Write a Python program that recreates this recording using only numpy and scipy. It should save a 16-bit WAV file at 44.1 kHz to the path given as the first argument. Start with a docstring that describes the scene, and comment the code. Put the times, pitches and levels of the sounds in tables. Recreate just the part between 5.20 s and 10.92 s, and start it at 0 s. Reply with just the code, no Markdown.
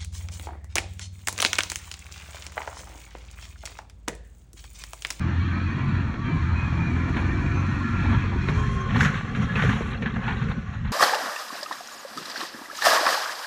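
"""Loader dropping off a mound

Open ground, some metres from the machine, one channel: a heavy six-cylinder diesel loader, tipped forward
by a boulder, drives over a mound. Wavering tones on the bank beat make the exhaust, shaped noise the rumble,
clatter and hiss, gliding tones the squeaking pins. The boulder rolls out, the rear slams down and the chassis
bounces: sagging low tones thud, struck resonances clank, and noise and ringing clicks slide as gravel.
"""
import sys
import numpy as np
from scipy import signal
from scipy.fft import rfft, irfft, next_fast_len
from scipy.io import wavfile

SR = 44100
rng = np.random.default_rng(int(sys.argv[2]) if len(sys.argv) > 2 else 0)


def digitize_waveform(pressure):
    """Quantize a signal to 16-bit integers and store it at the path in sys.argv[1].

    Rows of a 2-D input are taken as channels; values are limited to [-1, 1].
    """
    field = np.atleast_2d(pressure).T
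    bounded = np.clip(field, -1, 1)
    quanta = np.round(bounded * 32767).astype(np.int16)
    wavfile.write(sys.argv[1], SR, quanta)


def makeup_ratio(level_db):
    """Linear amplitude ratio for a level in decibels (20 dB per factor of ten)."""
    decades = np.asarray(level_db, float) / 20
    return 10 ** decades


N = 252245

# The engine. Each row: time in seconds, beat of one bank of three cylinders in Hz, firing tone in dB,
# other exhaust tones in dB (each shifted by its row in EXHAUST_TONES).
ENGINE_RUN = [(0.0, 41.6, -26, -27.5), (0.6, 45.5, -28.5, -35), (0.79, 46.7, -27, -31.5),
              (0.85, 43.77, -41, -34), (0.99, 39.56, -37, -35.5), (1.34, 43.08, -27.5, -32.5),
              (1.5, 41.84, -32, -31), (1.7, 41.63, -29, -28), (2.0, 44.3, -31, -33),
              (2.17, 45.13, -26.5, -30.5), (2.63, 46.95, -31, -28.5), (2.89, 47.04, -24.5, -32.5),
              (3.08, 46.12, -28.5, -35.5), (3.3, 44.2, -40, -33)]
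# Exhaust tones beside the firing tone. Each row: multiple of the bank beat, level in dB relative to ENGINE_RUN.
EXHAUST_TONES = [(1, -15.5), (1.5, -17), (2.5, -15.5), (3, -4), (4, -7), (4.5, -13), (5, -9.5), (5.5, -20),
                 (6, -13.5), (6.5, -21), (7, -22), (7.5, -21), (8, -21.5)]
THROTTLE_OFF_S = 3.32, 3.55  # starts to close, closed

# Steady rumble of exhaust, tyres and ground. Each row: time in seconds, level in dB,
# growling part in relative dB, deep part in relative dB.
RUMBLE_LEVELS = [(0.0, -34, -10.5, -11), (0.75, -28.5, -16.5, -5), (0.88, -36, -9.5, 2.5),
                 (1.15, -35, -6, 3), (1.45, -30, -17.5, -2), (1.7, -27.5, -13, -13), (1.87, -34, -6, -4),
                 (2.0, -31.5, -4.5, 0), (2.2, -31, -8, 1.5), (2.6, -36.5, -8, -1), (3.1, -37, -1.5, 4),
                 (3.45, -26, -21.5, -3), (3.62, -40.5, -8, 13), (4.0, -31, -14.5, -10), (4.7, -36, -7, 3),
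                 (5.03, -32.5, -9.5, -5), (5.45, -37.5, -12, -0.5), (5.7, -32, -25, 2.5)]
# Rumble spectra, under load and with the throttle closed. Each row: frequency in Hz, relative level in dB per Hz.
LOADED_RUMBLE_COLOUR = [(12, -55), (20, -13), (65, 7), (103, 1), (255, -11.5), (338, -12.5), (428, -25),
                        (483, -28.5), (612, -39), (700, -22.5), (910, -58.5), (1540, -120)]
IDLE_RUMBLE_COLOUR = [(12, -49.5), (20, -23), (49, 9), (91, 5), (219, 0), (313, -20.5), (435, -13),
                      (552, -21), (594, -35), (700, -34.5), (910, -50), (1540, -120)]
# Rumble stirred by each thud: level relative to the thud, its growling and deep parts relative to that;
# rise and fall span 20 dB
SHAKE_DB, SHAKE_GROWL_DB, SHAKE_DEEP_DB, SHAKE_RISE_S, SHAKE_FALL_S = -9.5, -14, -7, 0.18, 0.15
HEAVING_DB = 1.2  # spread of the slow rise and fall of the rumble

# Steady noise of the running machine. 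Each row: time in seconds, clatter in dB, hiss in dB,
# topmost hiss in dB relative to the hiss.
MACHINE_NOISE = [(0.0, -40, -61, -27), (0.75, -38.5, -63.5, -12.5), (0.98, -43, -63, -22),
                 (1.1, -39, -61.5, -18.5), (1.9, -37.5, -59, -12.5), (2.7, -37.5, -58.5, -14),
                 (3.2, -39.5, -59, -21.5), (3.36, -34.5, -54, -11.5), (3.55, -38.5, -57, -10),
                 (3.7, -37, -59, -34), (4.1, -38.5, -63.5, -12), (4.7, -41.5, -69, 3.5),
                 (4.82, -60, -65.5, -24), (5.3, -43.5, -65, -8.5), (5.43, -47, -67.5, -15),
                 (5.7, -57, -67, -41)]
# Clatter spectra: engine block under load, gravel with the throttle closed.
# Each row: frequency in Hz, relative level in dB per Hz.
BLOCK_COLOUR = [(290, -35), (500, -2.5), (830, -7), (1050, -2), (1200, -4), (1350, -2.5), (1510, -4),
                (1770, -2), (2040, -10.5), (2420, -3.5), (2630, -14), (3860, -20.5), (4320, -18.5),
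                (4700, -23), (6110, -69), (10300, -120)]
GRAVEL_COLOUR = [(290, -46), (500, -15), (554, 3), (597, -12), (741, -2.5), (946, -22.5), (1060, -1.5),
                 (1340, -4.5), (1660, -1.5), (1840, -4.5), (4200, -14.5), (4700, -21), (6110, -56),
                 (10300, -120)]
# Spectrum of the hiss, with a gap near 8.3 to 9.5 kHz. Each row: frequency in Hz, relative level in dB per Hz.
HISS_COLOUR = [(2760, -24.5), (4700, 6.5), (4960, 1.5), (5660, 5.5), (7160, 0.5), (8280, -10.5),
               (8520, -54.5), (8700, -71), (9220, -29), (9890, -2.5), (11600, -18), (12600, -30),
               (16400, -48.5), (22000, -120)]
HOLLOW_DB, BRIGHT_DB = (1.5, 1.5), (2.5, -5.5)  # each: under load, with the throttle closed
FILLING, DULLING = 0.2, 0.4  # dB of hollow body gained, of brightness lost, per dB that a rush stands out
GEARS_DB = -41  # with the clatter at the level of the second row of MACHINE_NOISE

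# Squeaks and whines of pins, pumps and brakes. Each row: start in seconds, end in seconds, start pitch in Hz,
# end pitch in Hz, level in dB, overtones in dB relative to the fundamental (each shifted by SQUEAK_OVERTONES).
SQUEAKS = [(0.318, 0.45, 1258, 1320, -43, -27), (0.977, 1.075, 1110, 1192, -43, -24),
           (1.041, 1.097, 3212, 3140, -51, -52), (1.048, 1.163, 2380, 2345, -45, -49),
           (1.141, 1.21, 1057, 1070, -41, -35), (1.227, 1.34, 1235, 1252, -44, -26.5),
           (1.355, 1.463, 2500, 2503, -40.5, -51), (1.461, 1.59, 2462, 2440, -48, -47),
           (1.584, 1.704, 2410, 2420, -40.5, -47), (2.287, 2.553, 1356, 1356, -44, -18),
           (2.627, 2.968, 1375, 1358, -39.5, -38), (2.6, 2.629, 1070, 1084, -39.5, -40),
           (2.629, 2.723, 1720, 1747, -39, -43), (2.792, 3.06, 1700, 1650, -44, -46),
           (2.852, 2.889, 2310, 2260, -40, -42), (2.928, 2.957, 925, 915, -38.5, -36),
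           (3.285, 3.302, 1061, 1086, -32, -24), (3.302, 3.675, 434, 369, -42.5, -34),
           (3.377, 3.692, 1058, 1075, -37.5, -17.5), (3.706, 3.725, 1113, 1130, -35, -30),
           (3.605, 3.627, 6340, 6300, -52, -50), (4.297, 4.319, 1690, 1670, -31, -48),
           (4.486, 4.497, 1587, 1470, -36, -44)]
# Overtones of a squeak. Each row: multiple of the pitch, level in dB relative to the overtone column of SQUEAKS.
SQUEAK_OVERTONES = [(2, -8), (3, 2)]
SQUEAK_WOBBLE_HZ, SQUEAK_FLUTTER_DB = 9, 2.2  # spreads

# Blows of steel on steel and stone. Each row: start in seconds, peak in dB before blunting,
# time for the contacts to die by 60 dB in seconds.
BLOWS = [(0.94, -25.5, 0.031), (1.762, -25.5, 0.075), (1.945, -30, 0.059), (1.968, -31, 0.06),
         (1.982, -33, 0.086), (3.037, -30, 0.081), (3.285, -15, 0.044), (3.704, -38, 0.099),
         (3.746, -22, 0.08), (3.76, -44, 0.074), (3.805, -10, 0.098), (3.83, -16, 0.071),
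         (3.847, -12.5, 0.21), (3.94, -23, 0.059), (3.974, -23.5, 0.1), (4.008, -25.5, 0.039),
         (4.148, -24, 0.15), (4.355, -18, 0.11), (4.371, -25, 0.049), (4.393, -20, 0.14),
         (4.422, -14.5, 0.034), (4.436, -14.5, 0.034), (4.446, -18, 0.051), (4.452, -23, 0.14),
         (4.489, -20.5, 0.12), (4.606, -21, 0.051), (4.822, -24, 0.15), (4.858, -18.5, 0.14),
         (4.96, -30, 0.11), (5.078, -18.5, 0.19), (5.214, -30, 0.091), (5.283, -30, 0.064),
         (5.312, -44, 0.064), (5.65, -35, 0.067)]
# What bucket and frame ring with. Each row: frequency in Hz, width in Hz, relative strength in dB.
STEEL_MODES = [(434, 120, 20.5), (840, 200, 14), (1160, 140, -1.5), (1586, 340, 27.5), (1690, 130, 12.5),
               (1880, 500, 13.5), (2200, 260, 9.5), (2690, 110, -7), (2840, 130, -9), (3500, 200, -5),
               (4090, 260, -9)]
SOFT_DULLING = 0.8  # dB per octave of upper modes lost per dB that a blow is weaker
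MODE_SHIFT = 0.04  # spread of the share by which load and place of a blow move each steel mode
BLUNT_HZ = 4340

# Thuds of tyres, frame and boulder on the ground. Each row: start in seconds, peak in dB, starting pitch in Hz,
# time to die by 60 dB in seconds.
IMPACTS = [(1.114, -18, 160.3, 0.28), (1.188, -23.5, 79.4, 0.41), (2.858, -20.5, 70, 0.17),
           (2.879, -21.5, 233.3, 0.25), (2.897, -18, 92.4, 0.22), (2.963, -15, 71.7, 0.11),
           (3.29, -23.5, 156.4, 0.33), (3.748, -19.5, 129.6, 0.14), (3.808, -12.5, 85.4, 0.077),
           (3.852, -15.5, 152, 0.18), (4.192, -27, 132, 0.12), (4.239, -19, 63, 0.054),
           (4.441, -18.5, 105, 0.058), (4.479, -15, 115, 0.05), (4.487, -20.5, 254, 0.13),
           (4.534, -21.5, 217, 0.14), (4.861, -25, 221, 0.23), (4.959, -25.5, 213.3, 0.24),
           (5.212, -21, 136, 0.11), (5.292, -18, 112, 0.1)]

# Rushes of gravel and loose linkage. 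Each row: time of the peak in seconds, level in dB, rise in seconds,
# fall in seconds (both over 20 dB), sand hiss in dB relative to the rush.
SLIDES = [(1.97, -32.5, 0.021, 0.1, -27), (2.92, -35, 0.39, 0.22, -26.5), (3.295, -35, .015, 0.051, -19),
          (3.61, -49, .03, 0.06, -14), (3.71, -31.5, 0.033, 0.034, -38), (3.761, -27, 0.021, 0.082, -27.5),
          (3.809, -26.5, 0.022, 0.11, -13), (3.85, -29.5, 0.13, 0.064, -14), (3.949, -35, 0.11, 0.19, -21),
          (4.16, -36, 0.015, 0.13, -21), (4.23, -35.5, 0.05, 0.077, -19.5), (4.36, -31, 0.014, 0.32, -27),
          (4.445, -29, 0.17, 0.06, -21), (4.5, -30.5, 0.17, 0.24, -20), (4.74, -35, 0.23, 0.12, -47),
          (4.831, -40.5, 0.044, 0.019, -18.5), (4.861, -33, 0.026, 0.14, -36),
          (4.967, -34, 0.061, 0.032, -30.5), (5.082, -32.5, 0.16, 0.31, -29), (5.23, -40, 0.054, 0.11, -27),
          (5.319, -32.5, 0.053, 0.012, -33), (5.54, -43.5, 0.15, 0.22, -26),
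          (5.65, -41.5, 0.021, 0.63, -37.5)]
SAND_TOP_DB, SAND_SHEEN_DB = -10, -19.5  # relative to the sand hiss: above 7250 Hz, 11300 to 12700 Hz
DEBRIS_DB, DEBRIS_PER_S, DEBRIS_RING_S = -4, 1500, 0.022  # relative to the rush; median click rate; 60 dB decay

LOW_CUT_HZ, GAP_HZ, GAP_WIDTH_HZ = 14, 4827, 570
CEILING, FADE_IN_S = 0.345, 0.006  # share of full scale; seconds


def rms_one(x):
    """Scales x to rms 1."""
    return x / np.sqrt(np.mean(x ** 2) + 1e-20)


def in_time(rows):
    """Draws each column of a table as a line over time; the first column holds the seconds."""
    s, *columns = np.transpose(rows)
    return [np.interp(np.arange(N) / SR, s, c) for c in columns]


def drift(rate):
    """Slow chance through a double one-pole low-pass at rate Hz, computed every 40 samples; spread 1."""
    r = np.exp(-80 * np.pi * rate / SR)
    slow = signal.lfilter([1], [1, -2 * r, r * r], rng.standard_normal(N // 40 + 2002))[2000:]
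    return np.interp(np.arange(N) / 40, np.arange(len(slow)), rms_one(slow))


def coloured(x, points):
    """Filters x by the spectrum of a table, with straight lines over log frequency."""
    hz, db = np.transpose(points)
    size = next_fast_len(N)
    log_hz = np.log(np.arange(size // 2 + 1) * SR / size + 1)
    gain = makeup_ratio(np.interp(log_hz, np.log(hz), db))
    return irfft(rfft(x, size) * gain, size)[:N]


def split(x, *edges_hz):
    """Cuts x into neighbouring bands, each of rms 1."""
    edges = [15, *edges_hz, 0.45 * SR]
    return [rms_one(signal.sosfilt(signal.butter(4, band, "band", fs=SR, output="sos"), x))
            for band in zip(edges, edges[1:])]


def resonance(x, hz, width):
    """A two-pole ring of the given width in Hz, gain 1 on top."""
    r = np.exp(-np.pi * width / SR)
    return (1 - r * r) / 2 * signal.lfilter([1, 0, -1], [1, -2 * r * np.cos(2 * np.pi * hz / SR), r * r], x)


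def swells(rows, steady_db):
    """Rows of (s, dB, rise s, fall s) add their power to a steady level; gives the gain."""
    t, power = np.arange(N) / SR, makeup_ratio(steady_db) ** 2
    for s, db, rise_s, fall_s in rows:
        away = np.where(t < s, (s - t) / rise_s, (t - s) / fall_s)
        power = power + makeup_ratio(db - 20 * away) ** 2
    return np.sqrt(power)


def throttle():
    """1 under load, 0 once the boulder is gone."""
    return np.interp(np.arange(N) / SR, THROTTLE_OFF_S, [1, 0])


def drone(beat, firing_db, others_db, waver_db, ragged):
    """Uneven firings make each exhaust tone waver in strength and slip in phase, the higher the more."""
    out = 0
    for k, db in [(2, firing_db)] + [(k, db + others_db) for k, db in EXHAUST_TONES]:
        phase = k * (beat + ragged * drift(6.5)) + rng.uniform(0, 2 * np.pi)
        strength = makeup_ratio(db + waver_db * (drift(2.8) + drift(16.0)))
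        out = out + strength * np.sin(phase)
    return np.sqrt(2) * throttle() * out


def rumble(lumpy_db):
    """Turbulent exhaust and heavy tyres on loose ground: lumpy low noise that swells with every thud."""
    air, load = rng.standard_normal(N), throttle()
    loaded = rms_one(coloured(air, LOADED_RUMBLE_COLOUR))
    idle = rms_one(coloured(air, IDLE_RUMBLE_COLOUR))
    deep, middle, growl = split(load * loaded + (1 - load) * idle, 109.9, 277.0)
    level_db, growl_db, deep_db = in_time(RUMBLE_LEVELS)
    out = 0
    for part, part_db, shaken_db in [(deep, deep_db, SHAKE_DEEP_DB), (middle, 0, 0),
                                     (growl, growl_db, SHAKE_GROWL_DB)]:
        shakes = [(s, db + SHAKE_DB + shaken_db, SHAKE_RISE_S, SHAKE_FALL_S) for s, db, *_ in IMPACTS]
        steady_db = level_db + part_db + HEAVING_DB * drift(3.0)
        out = out + swells(shakes, steady_db) * makeup_ratio(lumpy_db * drift(22.0)) * part
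    return out


def panels(ticks, low_hz, high_hz, count, width, fickle_db, share_db):
    """Covers and plates answer the ticks with many narrow rings that come and go."""
    pitches = np.geomspace(low_hz, high_hz, count) * rng.uniform(0.92, 1.03, count)
    rings = sum(resonance(ticks, hz, width) * np.sqrt(hz) * makeup_ratio(fickle_db * drift(4.0)) for hz in pitches)
    return ticks + makeup_ratio(share_db) * rms_one(rings)


def clatter(beat, firing_db, grain_db, dropout_db, patchy_db):
    """Dense ticks, modulated by two firings a bank beat; gravel takes over as the throttle closes."""
    load = throttle()
    firing = load * np.cos(beat + 0.2 * drift(30)) ** 6
    ticks = rng.standard_normal(N) * makeup_ratio(grain_db * drift(170) + firing_db * firing)
    ticks = panels(rms_one(ticks), 846.5, 4500, count=80, width=31.0, fickle_db=5.5, share_db=-4.5)
    block, gravel = (rms_one(coloured(ticks, colour)) for colour in (BLOCK_COLOUR, GRAVEL_COLOUR))
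    sound = load * block + (1 - load) * gravel
    steady_db = in_time(MACHINE_NOISE)[0]
    level = swells([row[:4] for row in SLIDES], steady_db)
    stands_out = level / makeup_ratio(steady_db)
    hollow_db, bright_db = (load * loaded + (1 - load) * closed for loaded, closed in (HOLLOW_DB, BRIGHT_DB))
    below_2700, below_850 = (signal.sosfiltfilt(signal.butter(3, hz, fs=SR, output="sos"), sound)
                             for hz in (2700, 850))
    # the hollow band dips now and then
    hollow = below_850 * makeup_ratio(hollow_db + dropout_db * np.minimum(drift(11), 0)) * stands_out ** FILLING
    body = (below_2700 - below_850) * makeup_ratio(patchy_db * drift(26))
    bright = (sound - below_2700) * makeup_ratio(bright_db + patchy_db * drift(0.91)) / stands_out ** DULLING
    return level * (hollow + body + bright)


def gears(beat, low, high, fickle_db):
    """Gear teeth, pumps and valves sing on high multiples of the beat; each strand wanders, comes and goes."""
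    hz, db = np.transpose(BLOCK_COLOUR)
    out = 0
    for k in np.arange(low, high, 1.5):
        colour_db = np.interp(np.log(k * 44), np.log(hz), db)  # at a typical beat of 44 Hz
        strength = makeup_ratio(colour_db + fickle_db * np.minimum(drift(7), 1.6))
        wander = 1.2 * drift(12) + 8 * drift(2.5)  # radians
        out = out + strength * np.sin(k * beat + wander + rng.uniform(0, 2 * np.pi))
    level = makeup_ratio(GEARS_DB + in_time(MACHINE_NOISE)[0] - MACHINE_NOISE[1][1])
    return level * throttle() * rms_one(out)


def hiss(beat, firing_db, flicker_db, top_flicker_db):
    """Air and sand, far up and faint, with narrow whistles; sand sprays with each rush of gravel."""
    _, level_db, top_db = in_time(MACHINE_NOISE)
    air = rng.standard_normal(N) * makeup_ratio(firing_db * np.cos(2 * beat))
    air = panels(air, 5200, 12000, count=16, width=20, fickle_db=6.5, share_db=-13.5)
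    low, top = split(coloured(air, HISS_COLOUR), 7250)
    sheen = split(top, 11300, 12700)[1]
    sand = [(s, db + sand_db, rise_s, fall_s) for s, db, rise_s, fall_s, sand_db in SLIDES]
    fine, finest = ([(s, db + share_db, *shape) for s, db, *shape in sand]
                    for share_db in (SAND_TOP_DB, SAND_SHEEN_DB))
    low_gain = swells(sand, level_db + flicker_db * drift(3.3))
    top_gain = swells(fine, level_db + top_db + top_flicker_db * drift(29.0))
    return low_gain * low + top_gain * top + swells(finest, -120) * sheen


def squeaks(edge_s):
    """Stick and slip in a dry joint: a gliding tone, slightly unsteady in pitch and strength."""
    out, t = np.zeros(N), np.arange(N) / SR
    wobble_hz, flutter = SQUEAK_WOBBLE_HZ * drift(33), makeup_ratio(SQUEAK_FLUTTER_DB * drift(40))
    for start, end, start_hz, end_hz, db, overtones_db in SQUEAKS:
        on = slice(round((start - edge_s) * SR), round((end + edge_s) * SR))
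        pitch_hz = np.interp(t[on], [start, end], [start_hz, end_hz]) + wobble_hz[on]
        phase = 2 * np.pi * np.cumsum(pitch_hz) / SR
        edges = [start - edge_s, start + edge_s, end - edge_s, end + edge_s]
        swell = np.interp(t[on], edges, [0, 1, 1, 0])
        overtones = sum(makeup_ratio(overtones_db + tone_db) * np.sin(k * phase) for k, tone_db in SQUEAK_OVERTONES)
        out[on] += np.sqrt(2) * makeup_ratio(db) * swell * flutter[on] * (np.sin(phase) + overtones)
    return out


def clanks(spread_db, chatter_db, rise_s):
    """Each blow is a dying chatter of blunt contacts that rings every steel mode with a strength of its own."""
    out = np.zeros(N)
    chances = rng.normal(0, 1, (len(BLOWS), 2, len(STEEL_MODES)))
    for (s, db, t60), (strengths, shifts) in zip(BLOWS, chances):
        at = round(s * SR)
        t = np.arange(min(SR // 3, N - at)) / SR
        chatter = makeup_ratio(chatter_db * np.minimum(rng.standard_normal(len(t)), 1.5))
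        contacts = rng.standard_normal(len(t)) * chatter
        contacts *= np.minimum(t / rise_s, 1) * makeup_ratio(-60 * t / t60)
        contacts *= 1 + 0.4 * np.exp(-t / 0.0026)  # the first touch is the hardest
        blow = 0
        for (hz, width, mode_db), strength, shift in zip(STEEL_MODES, strengths, shifts):
            soft_db = SOFT_DULLING * (db + 13) * max(np.log2(hz / 1600), 0)
            gain = makeup_ratio(mode_db + spread_db * strength + soft_db) / np.sqrt(width)
            near = resonance(contacts, hz, 5.5 * width)
            blow = blow + gain * resonance(near, hz * (1 + MODE_SHIFT * shift), width)
        out[at:at + len(t)] += makeup_ratio(db) * blow / np.abs(blow).max()
    return signal.sosfilt(signal.butter(8, BLUNT_HZ, fs=SR, output="sos"), out)


def thuds(rise_cycles, sag):
    """A heavy mass meets the soil: a low ring that swells, sags in pitch and dies."""
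    out = np.zeros(N)
    for s, db, hz, t60 in IMPACTS:
        at = round(s * SR)
        t = np.arange(min(SR // 3, N - at)) / SR
        push = (1 - np.exp(-t * hz / rise_cycles)) ** 2 * makeup_ratio(-60 * t / t60)
        ring = np.sin(2 * np.pi * hz * t * (1 - sag * t))
        out[at:at + len(t)] += makeup_ratio(db) * push / push.max() * ring
    return out


def debris(low_hz, high_hz, count, uneven_db, tilt_db, clumped_db):
    """Stones knock on steel and each other in every rush: clumps of uneven clicks, each ringing at its pitch."""
    sizes = makeup_ratio(uneven_db * np.minimum(rng.exponential(1, N), 4)) * rng.choice([-1, 1], N)
    knocks = rng.random(N) < DEBRIS_PER_S * makeup_ratio(clumped_db * drift(45)) / SR
    clicks = sizes * knocks + 1e-18
    dealt = rng.integers(0, count, N)  # which pitch each click rings
    width = np.log(1000) / (np.pi * DEBRIS_RING_S)
    rings = 0
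    for k, hz in enumerate(np.geomspace(low_hz, high_hz, count)):
        soft = resonance(clicks * (dealt == k), hz, 6 * width)  # soft contacts
        rings = rings + makeup_ratio(tilt_db * np.log2(hz / low_hz)) * resonance(soft, hz, width)
    return makeup_ratio(DEBRIS_DB) * swells([row[:4] for row in SLIDES], -120) * rms_one(rings)


def scene():
    """Engine, chassis, hiss and rumble, heard from one spot."""
    beat_hz, firing_db, others_db = in_time(ENGINE_RUN)
    beat = 2 * np.pi * np.cumsum(beat_hz) / SR  # phase in radians
    engine = drone(beat, firing_db, others_db, waver_db=2.6, ragged=0.09)
    engine += rumble(lumpy_db=2.5)
    engine += clatter(beat, firing_db=-1.0, grain_db=-0.5, dropout_db=23.5, patchy_db=1.16)
    engine += gears(beat, low=21.0, high=57.0, fickle_db=9.0)
    air = hiss(beat, firing_db=0.8, flicker_db=0.5, top_flicker_db=2.5)
    chassis = squeaks(edge_s=0.012)
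    chassis += clanks(spread_db=8.0, chatter_db=4.5, rise_s=0.0011)
    chassis += thuds(rise_cycles=0.62, sag=0.39)
    chassis += debris(800, 4200, count=36, uneven_db=3.0, tilt_db=-3.0, clumped_db=6.0)
    return (engine + air + chassis)[None]


def low_pass(x):
    """Removes everything above the highest recorded frequency."""
    return signal.sosfilt(signal.butter(12, 12770, fs=SR, output="sos"), x)


def record(dry):
    """One channel: the deepest bass is lost, the treble has a narrow gap, the loudest peaks are flattened."""
    dry = dry * np.minimum(np.arange(N) / SR / FADE_IN_S, 1)
    dry = signal.sosfilt(signal.butter(2, LOW_CUT_HZ, "high", fs=SR, output="sos"), dry)
    heard = dry - resonance(dry, GAP_HZ, GAP_WIDTH_HZ)
    drive = heard / CEILING
    mix = CEILING * np.tanh(drive + drive ** 3 / 3)  # the cubic keeps moderate levels straight
    return low_pass(mix)


dry = scene()
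out = record(dry)
digitize_waveform(out)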